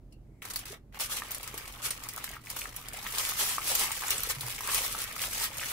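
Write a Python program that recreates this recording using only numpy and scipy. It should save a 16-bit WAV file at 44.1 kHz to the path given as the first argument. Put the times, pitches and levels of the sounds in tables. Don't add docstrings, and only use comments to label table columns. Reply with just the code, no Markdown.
import sys
import numpy as np
from scipy import signal
from scipy.fft import rfft, irfft, next_fast_len
from scipy.io import wavfile
from scipy.ndimage import uniform_filter1d, map_coordinates

SR = 44100
rng = np.random.default_rng(int(sys.argv[2]) if len(sys.argv) > 2 else 0)


def convert_level_to_amplitude(level_db):
    exponent = np.asarray(level_db, float) / 20
    return 10 ** exponent


def wav_record(signal):
    frames = np.transpose(np.atleast_2d(signal))
    bounded = np.clip(frames, -1, 1)
    quanta = np.round(bounded * 32767).astype(np.int16)
    wavfile.write(sys.argv[1], SR, quanta)


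N = 252372

# frequency in Hz, relative level in dB per Hz.
ROOM_COLOUR = [(30, -11.5), (42, 6), (54, -6), (80, -6.5), (230, -14), (295, -14.5), (400, -21),
               (650, -28.5), (1100, -39), (3200, -49.5), (16000, -53.5)]
# frequency in Hz, middle level in dB rms.
HUM_TONES = [(120, -62)]
# frequency in Hz, likeness from 0 (unrelated) to 1 (the same).
LIKENESS = [(40, 1), (250, 0.89), (500, 0.74), (1000, 0.51), (3000, 0.0061)]
# frequency in Hz, relative level in dB, time to fall 60 dB in seconds.
TICK_PARTS = [(2770, -3, 0.21), (4400, -2, 0.11), (5200, 4, 0.041)]
# frequency in Hz, time to fall 60 dB in seconds.
WALL_DECAY = [(300, 0.14), (2000, 0.16), (12000, 0.051)]
# time in seconds, effort in dB.
HAND_EFFORT = [(0.42, -53.5), (0.6, -65), (0.74, -56), (0.79, -102), (0.938, -77), (0.945, -53.5),
               (1.0, -59), (1.13, -51.5), (2.36, -52.5), (2.395, -78), (2.47, -68.5), (2.9, -51),
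               (3.19, -34.5), (3.5, -70), (3.6, -48), (4.13, -35), (4.4, -44.5), (4.52, -39), (4.595, -46),
               (4.63, -38), (4.82, -34.5), (5.1, -46), (5.5, -49), (5.72, -35)]
# start in seconds, end in seconds.
HAND_RESTS = [(0, 0.418), (0.79, 0.92)]
# middle in seconds, half length in seconds, effort in dB.
QUICK_SQUEEZES = [(0.127, 0.0079, -64.5), (0.508, 0.0054, -33.5), (0.706, 0.033, -50), (1.01, 0.011, -30),
                  (1.037, 0.019, -33), (1.122, 0.017, -30.5), (1.177, 0.017, -34.5), (1.855, 0.018, -30),
                  (2.594, 0.08, -41), (3.26, 0.069, -33), (3.409, 0.027, -26.5), (3.492, 0.061, -30),
                  (3.704, 0.041, -28.5), (3.814, 0.04, -27), (4.112, 0.017, -32), (4.306, 0.011, -29),
                  (4.747, 0.04, -29.5), (4.845, 0.014, -32.5), (5.011, 0.026, -34.5), (5.231, 0.029, -31.5),
                  (5.354, 0.052, -35), (5.435, 0.025, -28.5), (5.621, 0.048, -39)]
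# frequency in Hz, relative level in dB per Hz.
CRACK_COLOUR = [(1000, -23), (4000, -12.5), (9000, -7.5), (16000, -7.5)]
# frequency in Hz, relative level in dB per Hz.
SHIVER_COLOUR = [(500, -13.5), (1500, -3), (3000, 1.5), (6000, 4), (11500, 3.5), (13500, -0.5), (16000, -6)]
# frequency in Hz, relative level in dB per Hz.
PANEL_COLOUR = [(200, -92), (400, -7), (830, -9), (1150, -3.5), (1600, -6.5), (2100, -1), (3200, -5),
                (6000, -13.5)]
# start in seconds, relative level in dB, pitch in Hz.
PANEL_POPS = [(0.421, -27.5, 2210), (0.452, -33.5, 1050), (0.73, -30, 655), (0.944, -36, 1060),
              (0.973, -34.5, 1100), (1.22, -22.5, 1220), (1.541, -28.5, 675), (2.068, -33.5, 1170),
              (2.172, -27, 1090), (2.18, -25.5, 1230), (2.242, -27, 1240), (2.278, -25.5, 1700),
              (2.333, -31, 1850), (2.367, -29, 1310), (2.471, -29, 2120), (2.565, -27, 1140),
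              (2.617, -22, 2520), (2.656, -24, 1410), (3.066, -21.5, 2000), (3.32, -22.5, 1230),
              (3.582, -16, 1270), (3.907, -24.5, 1240), (4.433, -28, 1000), (4.581, -24.5, 2360),
              (4.607, -26, 1200), (4.687, -27, 600), (4.949, -23, 894), (5.164, -24.5, 1260)]
# start in seconds, relative level in dB.
SINGLE_SNAPS = [(0.424, -36), (0.453, -30.5), (0.5, -36), (0.536, -28.5), (0.559, -21), (0.5908, -29),
                (0.656, -32), (0.998, -27), (1.005, -20), (1.105, -36), (1.169, -27), (1.308, -28.5),
                (1.317, -24.5), (1.347, -24.5), (1.43, -28.5), (1.4765, -27.5), (1.542, -30.5),
                (1.577, -26), (1.678, -31.5), (1.8268, -33), (1.86, -31), (1.906, -20), (2.037, -29.5),
                (2.088, -26.5), (2.177, -29.5), (2.238, -36), (2.2417, -23.5), (2.266, -39), (2.501, -25.5),
                (2.5657, -24.5), (2.5907, -28), (2.6165, -33), (2.763, -26.5), (2.933, -31), (3.072, -28.5),
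                (3.183, -17), (3.751, -12), (3.794, -16.5), (3.917, -20.5), (4.105, -14.5), (4.234, -22),
                (4.4087, -24.5), (4.475, -32), (4.607, -27.5), (4.745, -14), (4.779, -15.5), (5.163, -27),
                (5.332, -27), (5.5787, -36)]
# start in seconds, relative level in dB.
DRY_FLICKS = [(0.487, -41), (1.383, -35), (1.7248, -42), (2.107, -44), (2.1365, -36), (2.1626, -32.5),
              (2.2917, -34), (2.3146, -37), (2.46, -40), (2.799, -43), (2.8855, -30.5), (3.0425, -37),
              (3.6105, -38), (4.485, -33), (4.562, -37), (4.5825, -44), (5.127, -37)]
# start in seconds, length in seconds, middle level in relative dB,
# middle pitch in Hz.
PANEL_RATTLES = [(4.021, 0.03, -25, 1230), (4.071, 0.026, -28.5, 1330), (4.679, 0.021, -25, 1850),
                 (5.194, 0.045, -23, 2370), (5.597, 0.055, -24, 2140)]
# start in seconds, level before rise and decay in dB, pitch in Hz.
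COUNTER_THUDS = [(0.703, -38.5, 405), (4.367, -38.5, 133), (4.434, -38.5, 122)]
# frequency in Hz, left over right in dB.
MIC_BALANCE = [(300, -2), (1000, 0), (4000, 0.5)]


def unit(x):
    return x / np.sqrt(np.mean(x ** 2) + 1e-20)


def along(points, hz):
    f, v = np.transpose(points)
    return np.interp(np.log(hz + 1), np.log(f + 1), v)


def filtered(x, response):
    m = next_fast_len(N + 8192)
    return irfft(rfft(x, m) * response(np.fft.rfftfreq(m, 1 / SR)), m)[..., :N]


def rush(spectrum, patchy_db):
    z = signal.stft(rng.standard_normal((2, N)), nperseg=256)[2]
    field = uniform_filter1d(rng.standard_normal(z.shape[1:]), size=5, axis=0)
    field = uniform_filter1d(field, size=6, axis=1)
    pair = signal.istft(z * convert_level_to_amplitude(patchy_db * unit(field)), nperseg=256)[1][:, :N]

    def mid_and_side(hz):
        angle = np.arccos(np.clip(along(LIKENESS, hz), -1, 1)) / 2
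        return convert_level_to_amplitude(along(spectrum, hz)) * [np.cos(angle), np.sin(angle)]

    mid, side = filtered(pair, mid_and_side)
    return unit(np.array([mid + side, mid - side]))


def room_tone():
    t = np.arange(N) / SR
    waver = map_coordinates(rng.standard_normal(N // 2000 + 4), [np.arange(N) / 2000])
    hum = np.zeros(N)
    for hz, db in HUM_TONES:
        hum += np.sqrt(2) * convert_level_to_amplitude(db + 1.5 * waver) * np.sin(2 * np.pi * hz * t + 0.75 * waver)
    return convert_level_to_amplitude(-53.0) * rush(ROOM_COLOUR, patchy_db=0.5) + hum


def noise_band(hz, width_hz):
    noise = rng.standard_normal((2, N))
    return unit(filtered(noise, lambda f: np.exp(-((f - hz) / width_hz) ** 2)))


def tick():
    tick_s, slide_s = 0.122, 0.21
    now, folding_s = np.arange(N) / SR, HAND_RESTS[0][1]
    t = np.maximum(now - tick_s, 0)
    ring = sum(convert_level_to_amplitude(db - 60 * t / t60) * noise_band(hz, 0.054 * hz) for hz, db, t60 in TICK_PARTS)
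    ring = ring * (1 - np.exp(-t / 0.0017))
    growth = np.clip((now - slide_s) / (folding_s - slide_s), 0, 1) * (now < folding_s)
    hiss = sum(noise_band(hz, 0.12 * hz) * 2160 / hz for hz in (2160, 7600, 11100))
    return convert_level_to_amplitude(-63.5) * ring + convert_level_to_amplitude(-75.5) * growth * hiss


def walls(x):
    noise = rng.standard_normal((10, 1, SR // 3))
    hz, t, z = signal.stft(noise, SR, nperseg=256)
    fade = convert_level_to_amplitude(-60 * t / along(WALL_DECAY, hz)[:, None])
    tails = signal.istft(z * fade, SR, nperseg=256)[1]
    turn = np.pi * (1.3 * np.arange(N) / SR + np.arange(len(tails))[:, None] / len(tails))
    shares = np.cos(turn)[:, None] ** 24
    wet = signal.fftconvolve(x * shares, tails / np.linalg.norm(tails[0, 0]), axes=2)
    return wet.sum(0)[:, :N]


def effort():
    now = np.arange(N) / SR
    fine_db = np.interp(now, *np.transpose(HAND_EFFORT))
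    wide_db = -45 + 0.45 * (fine_db + 44.0)
    power = convert_level_to_amplitude(2 * np.array([fine_db, wide_db]))
    for start, end in HAND_RESTS:
        power[:, (now >= start) & (now < end)] = 0
    for s, half, db in QUICK_SQUEEZES:
        levels_db = np.array([[db], [db - 9.5]])
        power += convert_level_to_amplitude(2 * levels_db) * np.exp(-((now - s) / half) ** 2)
    return power


def random_times(when, rate):
    return np.cumsum(-np.log(1 - when)) / rate * SR


def swarm(power, rate, spread_db, dense_db, count):
    when, chance = rng.random((count, 2)).T
    at = np.minimum(random_times(when, rate), N).astype(int)
    sizes = convert_level_to_amplitude(-2 * spread_db * np.log(1 - .96 * chance))
    train = np.bincount(at, sizes, N + 1)[:N]
    apart = 1 / (1 + power / convert_level_to_amplitude(2 * dense_db))
    return power * (apart * train / train.mean() + 1 - apart)


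def dents(power, rate, centre_hz, spread, cycles, spread_db, count):
    when, chance, turn = rng.random((count, 3)).T
    pitch, pan = rng.standard_normal((count, 2)).T
    at = np.minimum(random_times(when, rate), N - 1).astype(int)
    hz = np.clip(centre_hz * np.exp(spread * pitch), 480, 9000)[:, None]
    k = np.arange(300)
    size = np.sqrt(power[at]) * convert_level_to_amplitude(-spread_db * np.log(1 - .97 * chance))
    life = size[:, None] * convert_level_to_amplitude(-60 * k / SR * hz / cycles) * np.minimum(k / 12, 1)
    places = (at[:, None] + k).ravel()
    out = []
    for side in (1, -1):
        phase = side * (turn[:, None] - .5) * np.pi * hz / centre_hz
        tone = life * np.sin(2 * np.pi * hz * k / SR + phase) * convert_level_to_amplitude(side * 2 * pan[:, None])
        out.append(np.bincount(places, tone.ravel(), N)[:N])
    return np.array(out)


def shiver(power, t60):
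    keep = convert_level_to_amplitude(-120 / (t60 * SR))
    return np.sqrt(np.abs(signal.lfilter([1 - keep], [1, -keep], power)))


def impulses(rows):
    train = np.zeros(N)
    for s, db, *_ in rows:
        train[round(s * SR)] += convert_level_to_amplitude(2 * db)
    return train


def pops():
    out, t = np.zeros((2, N + SR)), np.arange(SR // 20) / SR
    for s, db, hz in PANEL_POPS + rattles():
        near = hz * np.exp(rng.normal(0.2, 0.256, (4, 1)) * [[0], [1], [1], [1]])
        phase = rng.normal(0, 0.65, (2, 4, 1))
        ring = np.sin(2 * np.pi * near * t + phase) * convert_level_to_amplitude(-60 * t * near / 16)
        ring[:, 1:] *= convert_level_to_amplitude(-1.0)
        ring = ring.sum(1) * (1 - np.exp(-t / 0.00041))
        out[:, round(s * SR):][:, :len(t)] += convert_level_to_amplitude(db - 3.0) * ring / np.abs(ring).max()
    return out[:, :N]


def snaps():
    spread_s = 0.0046
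    return shiver(impulses(SINGLE_SNAPS), spread_s) ** 2


def first_clicks():
    snap_clicks = np.minimum(impulses(SINGLE_SNAPS), convert_level_to_amplitude(2 * -25))
    pop_clicks = convert_level_to_amplitude(2 * -24) * impulses(PANEL_POPS)
    return snap_clicks + pop_clicks


def flicks():
    return convert_level_to_amplitude(19.5) * shiver(shiver(impulses(DRY_FLICKS), 0.003) ** 2, 0.005)


def rattles():
    count, runs = 6, []
    for s, length, db, hz in PANEL_RATTLES:
        for k in range(count):
            late = rng.random() * (k > 0)
            start = s + length * (k + late) / count
            runs.append((start, db + rng.normal(0, 3), hz * np.exp(rng.normal(0, 0.12))))
    return runs


def foil():
    fine_power, wide_power = effort()
    ticks = swarm(fine_power, rate=350, spread_db=8.0, dense_db=-30, count=2400)
    fine = swarm(fine_power, rate=140, spread_db=4.0, dense_db=-37.5, count=4000)
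    wide = swarm(wide_power, rate=270, spread_db=-1.5, dense_db=-31.0, count=3000)
    small = dents(wide_power, rate=320, centre_hz=1617, spread=0.4, cycles=13.6, spread_db=3.5, count=2200)
    single = snaps()

    click_level = np.hypot(convert_level_to_amplitude(11.5) * shiver(first_clicks(), 0.0062), convert_level_to_amplitude(-8.5) * shiver(ticks, 0.0018))
    clicks = (click_level + flicks()) * rush(CRACK_COLOUR, patchy_db=2.5)
    crack_level = np.hypot(convert_level_to_amplitude(16.0) * shiver(single, 0.038), convert_level_to_amplitude(-6.0) * shiver(ticks, 0.0062))
    cracks = crack_level * rush(CRACK_COLOUR, patchy_db=6.0)
    shiver_level = np.hypot(convert_level_to_amplitude(12.0) * shiver(single, 0.17), convert_level_to_amplitude(-2.0) * shiver(fine, 0.047))
    shivers = shiver_level * rush(SHIVER_COLOUR, patchy_db=1.5)
    panel_level = np.hypot(convert_level_to_amplitude(5) * shiver(single, 0.084), shiver(wide, 0.037))
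    panels = panel_level * rush(PANEL_COLOUR, patchy_db=2.5)
    return clicks + cracks + shivers + panels + small + pops()


def thuds():
    out, t = np.zeros(N + SR), np.arange(SR // 2) / SR
    for s, db, hz in COUNTER_THUDS:
        boom = convert_level_to_amplitude(db - 60 * t * hz / 30) * np.sin(2 * np.pi * hz * t)
        out[round(s * SR):][:len(t)] += boom * (1 - np.exp(-t / 0.0041))
    return out[:N]


def scene():
    near = foil() + thuds() + tick()
    return near + convert_level_to_amplitude(-10.5) * walls(near) + room_tone()


def low_pass(x):
    return signal.sosfilt(signal.butter(12, 16970, fs=SR, output="sos"), x)


def record(dry):
    top_hz, edge_hz = 15770, 80

    def tint(hz):
        balance = convert_level_to_amplitude(np.outer([.5, -.5], along(MIC_BALANCE, hz)))
        return balance * np.clip((top_hz - hz) / edge_hz, 0, 1)

    return low_pass(filtered(dry, tint))


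dry = scene()
out = record(dry)
wav_record(out)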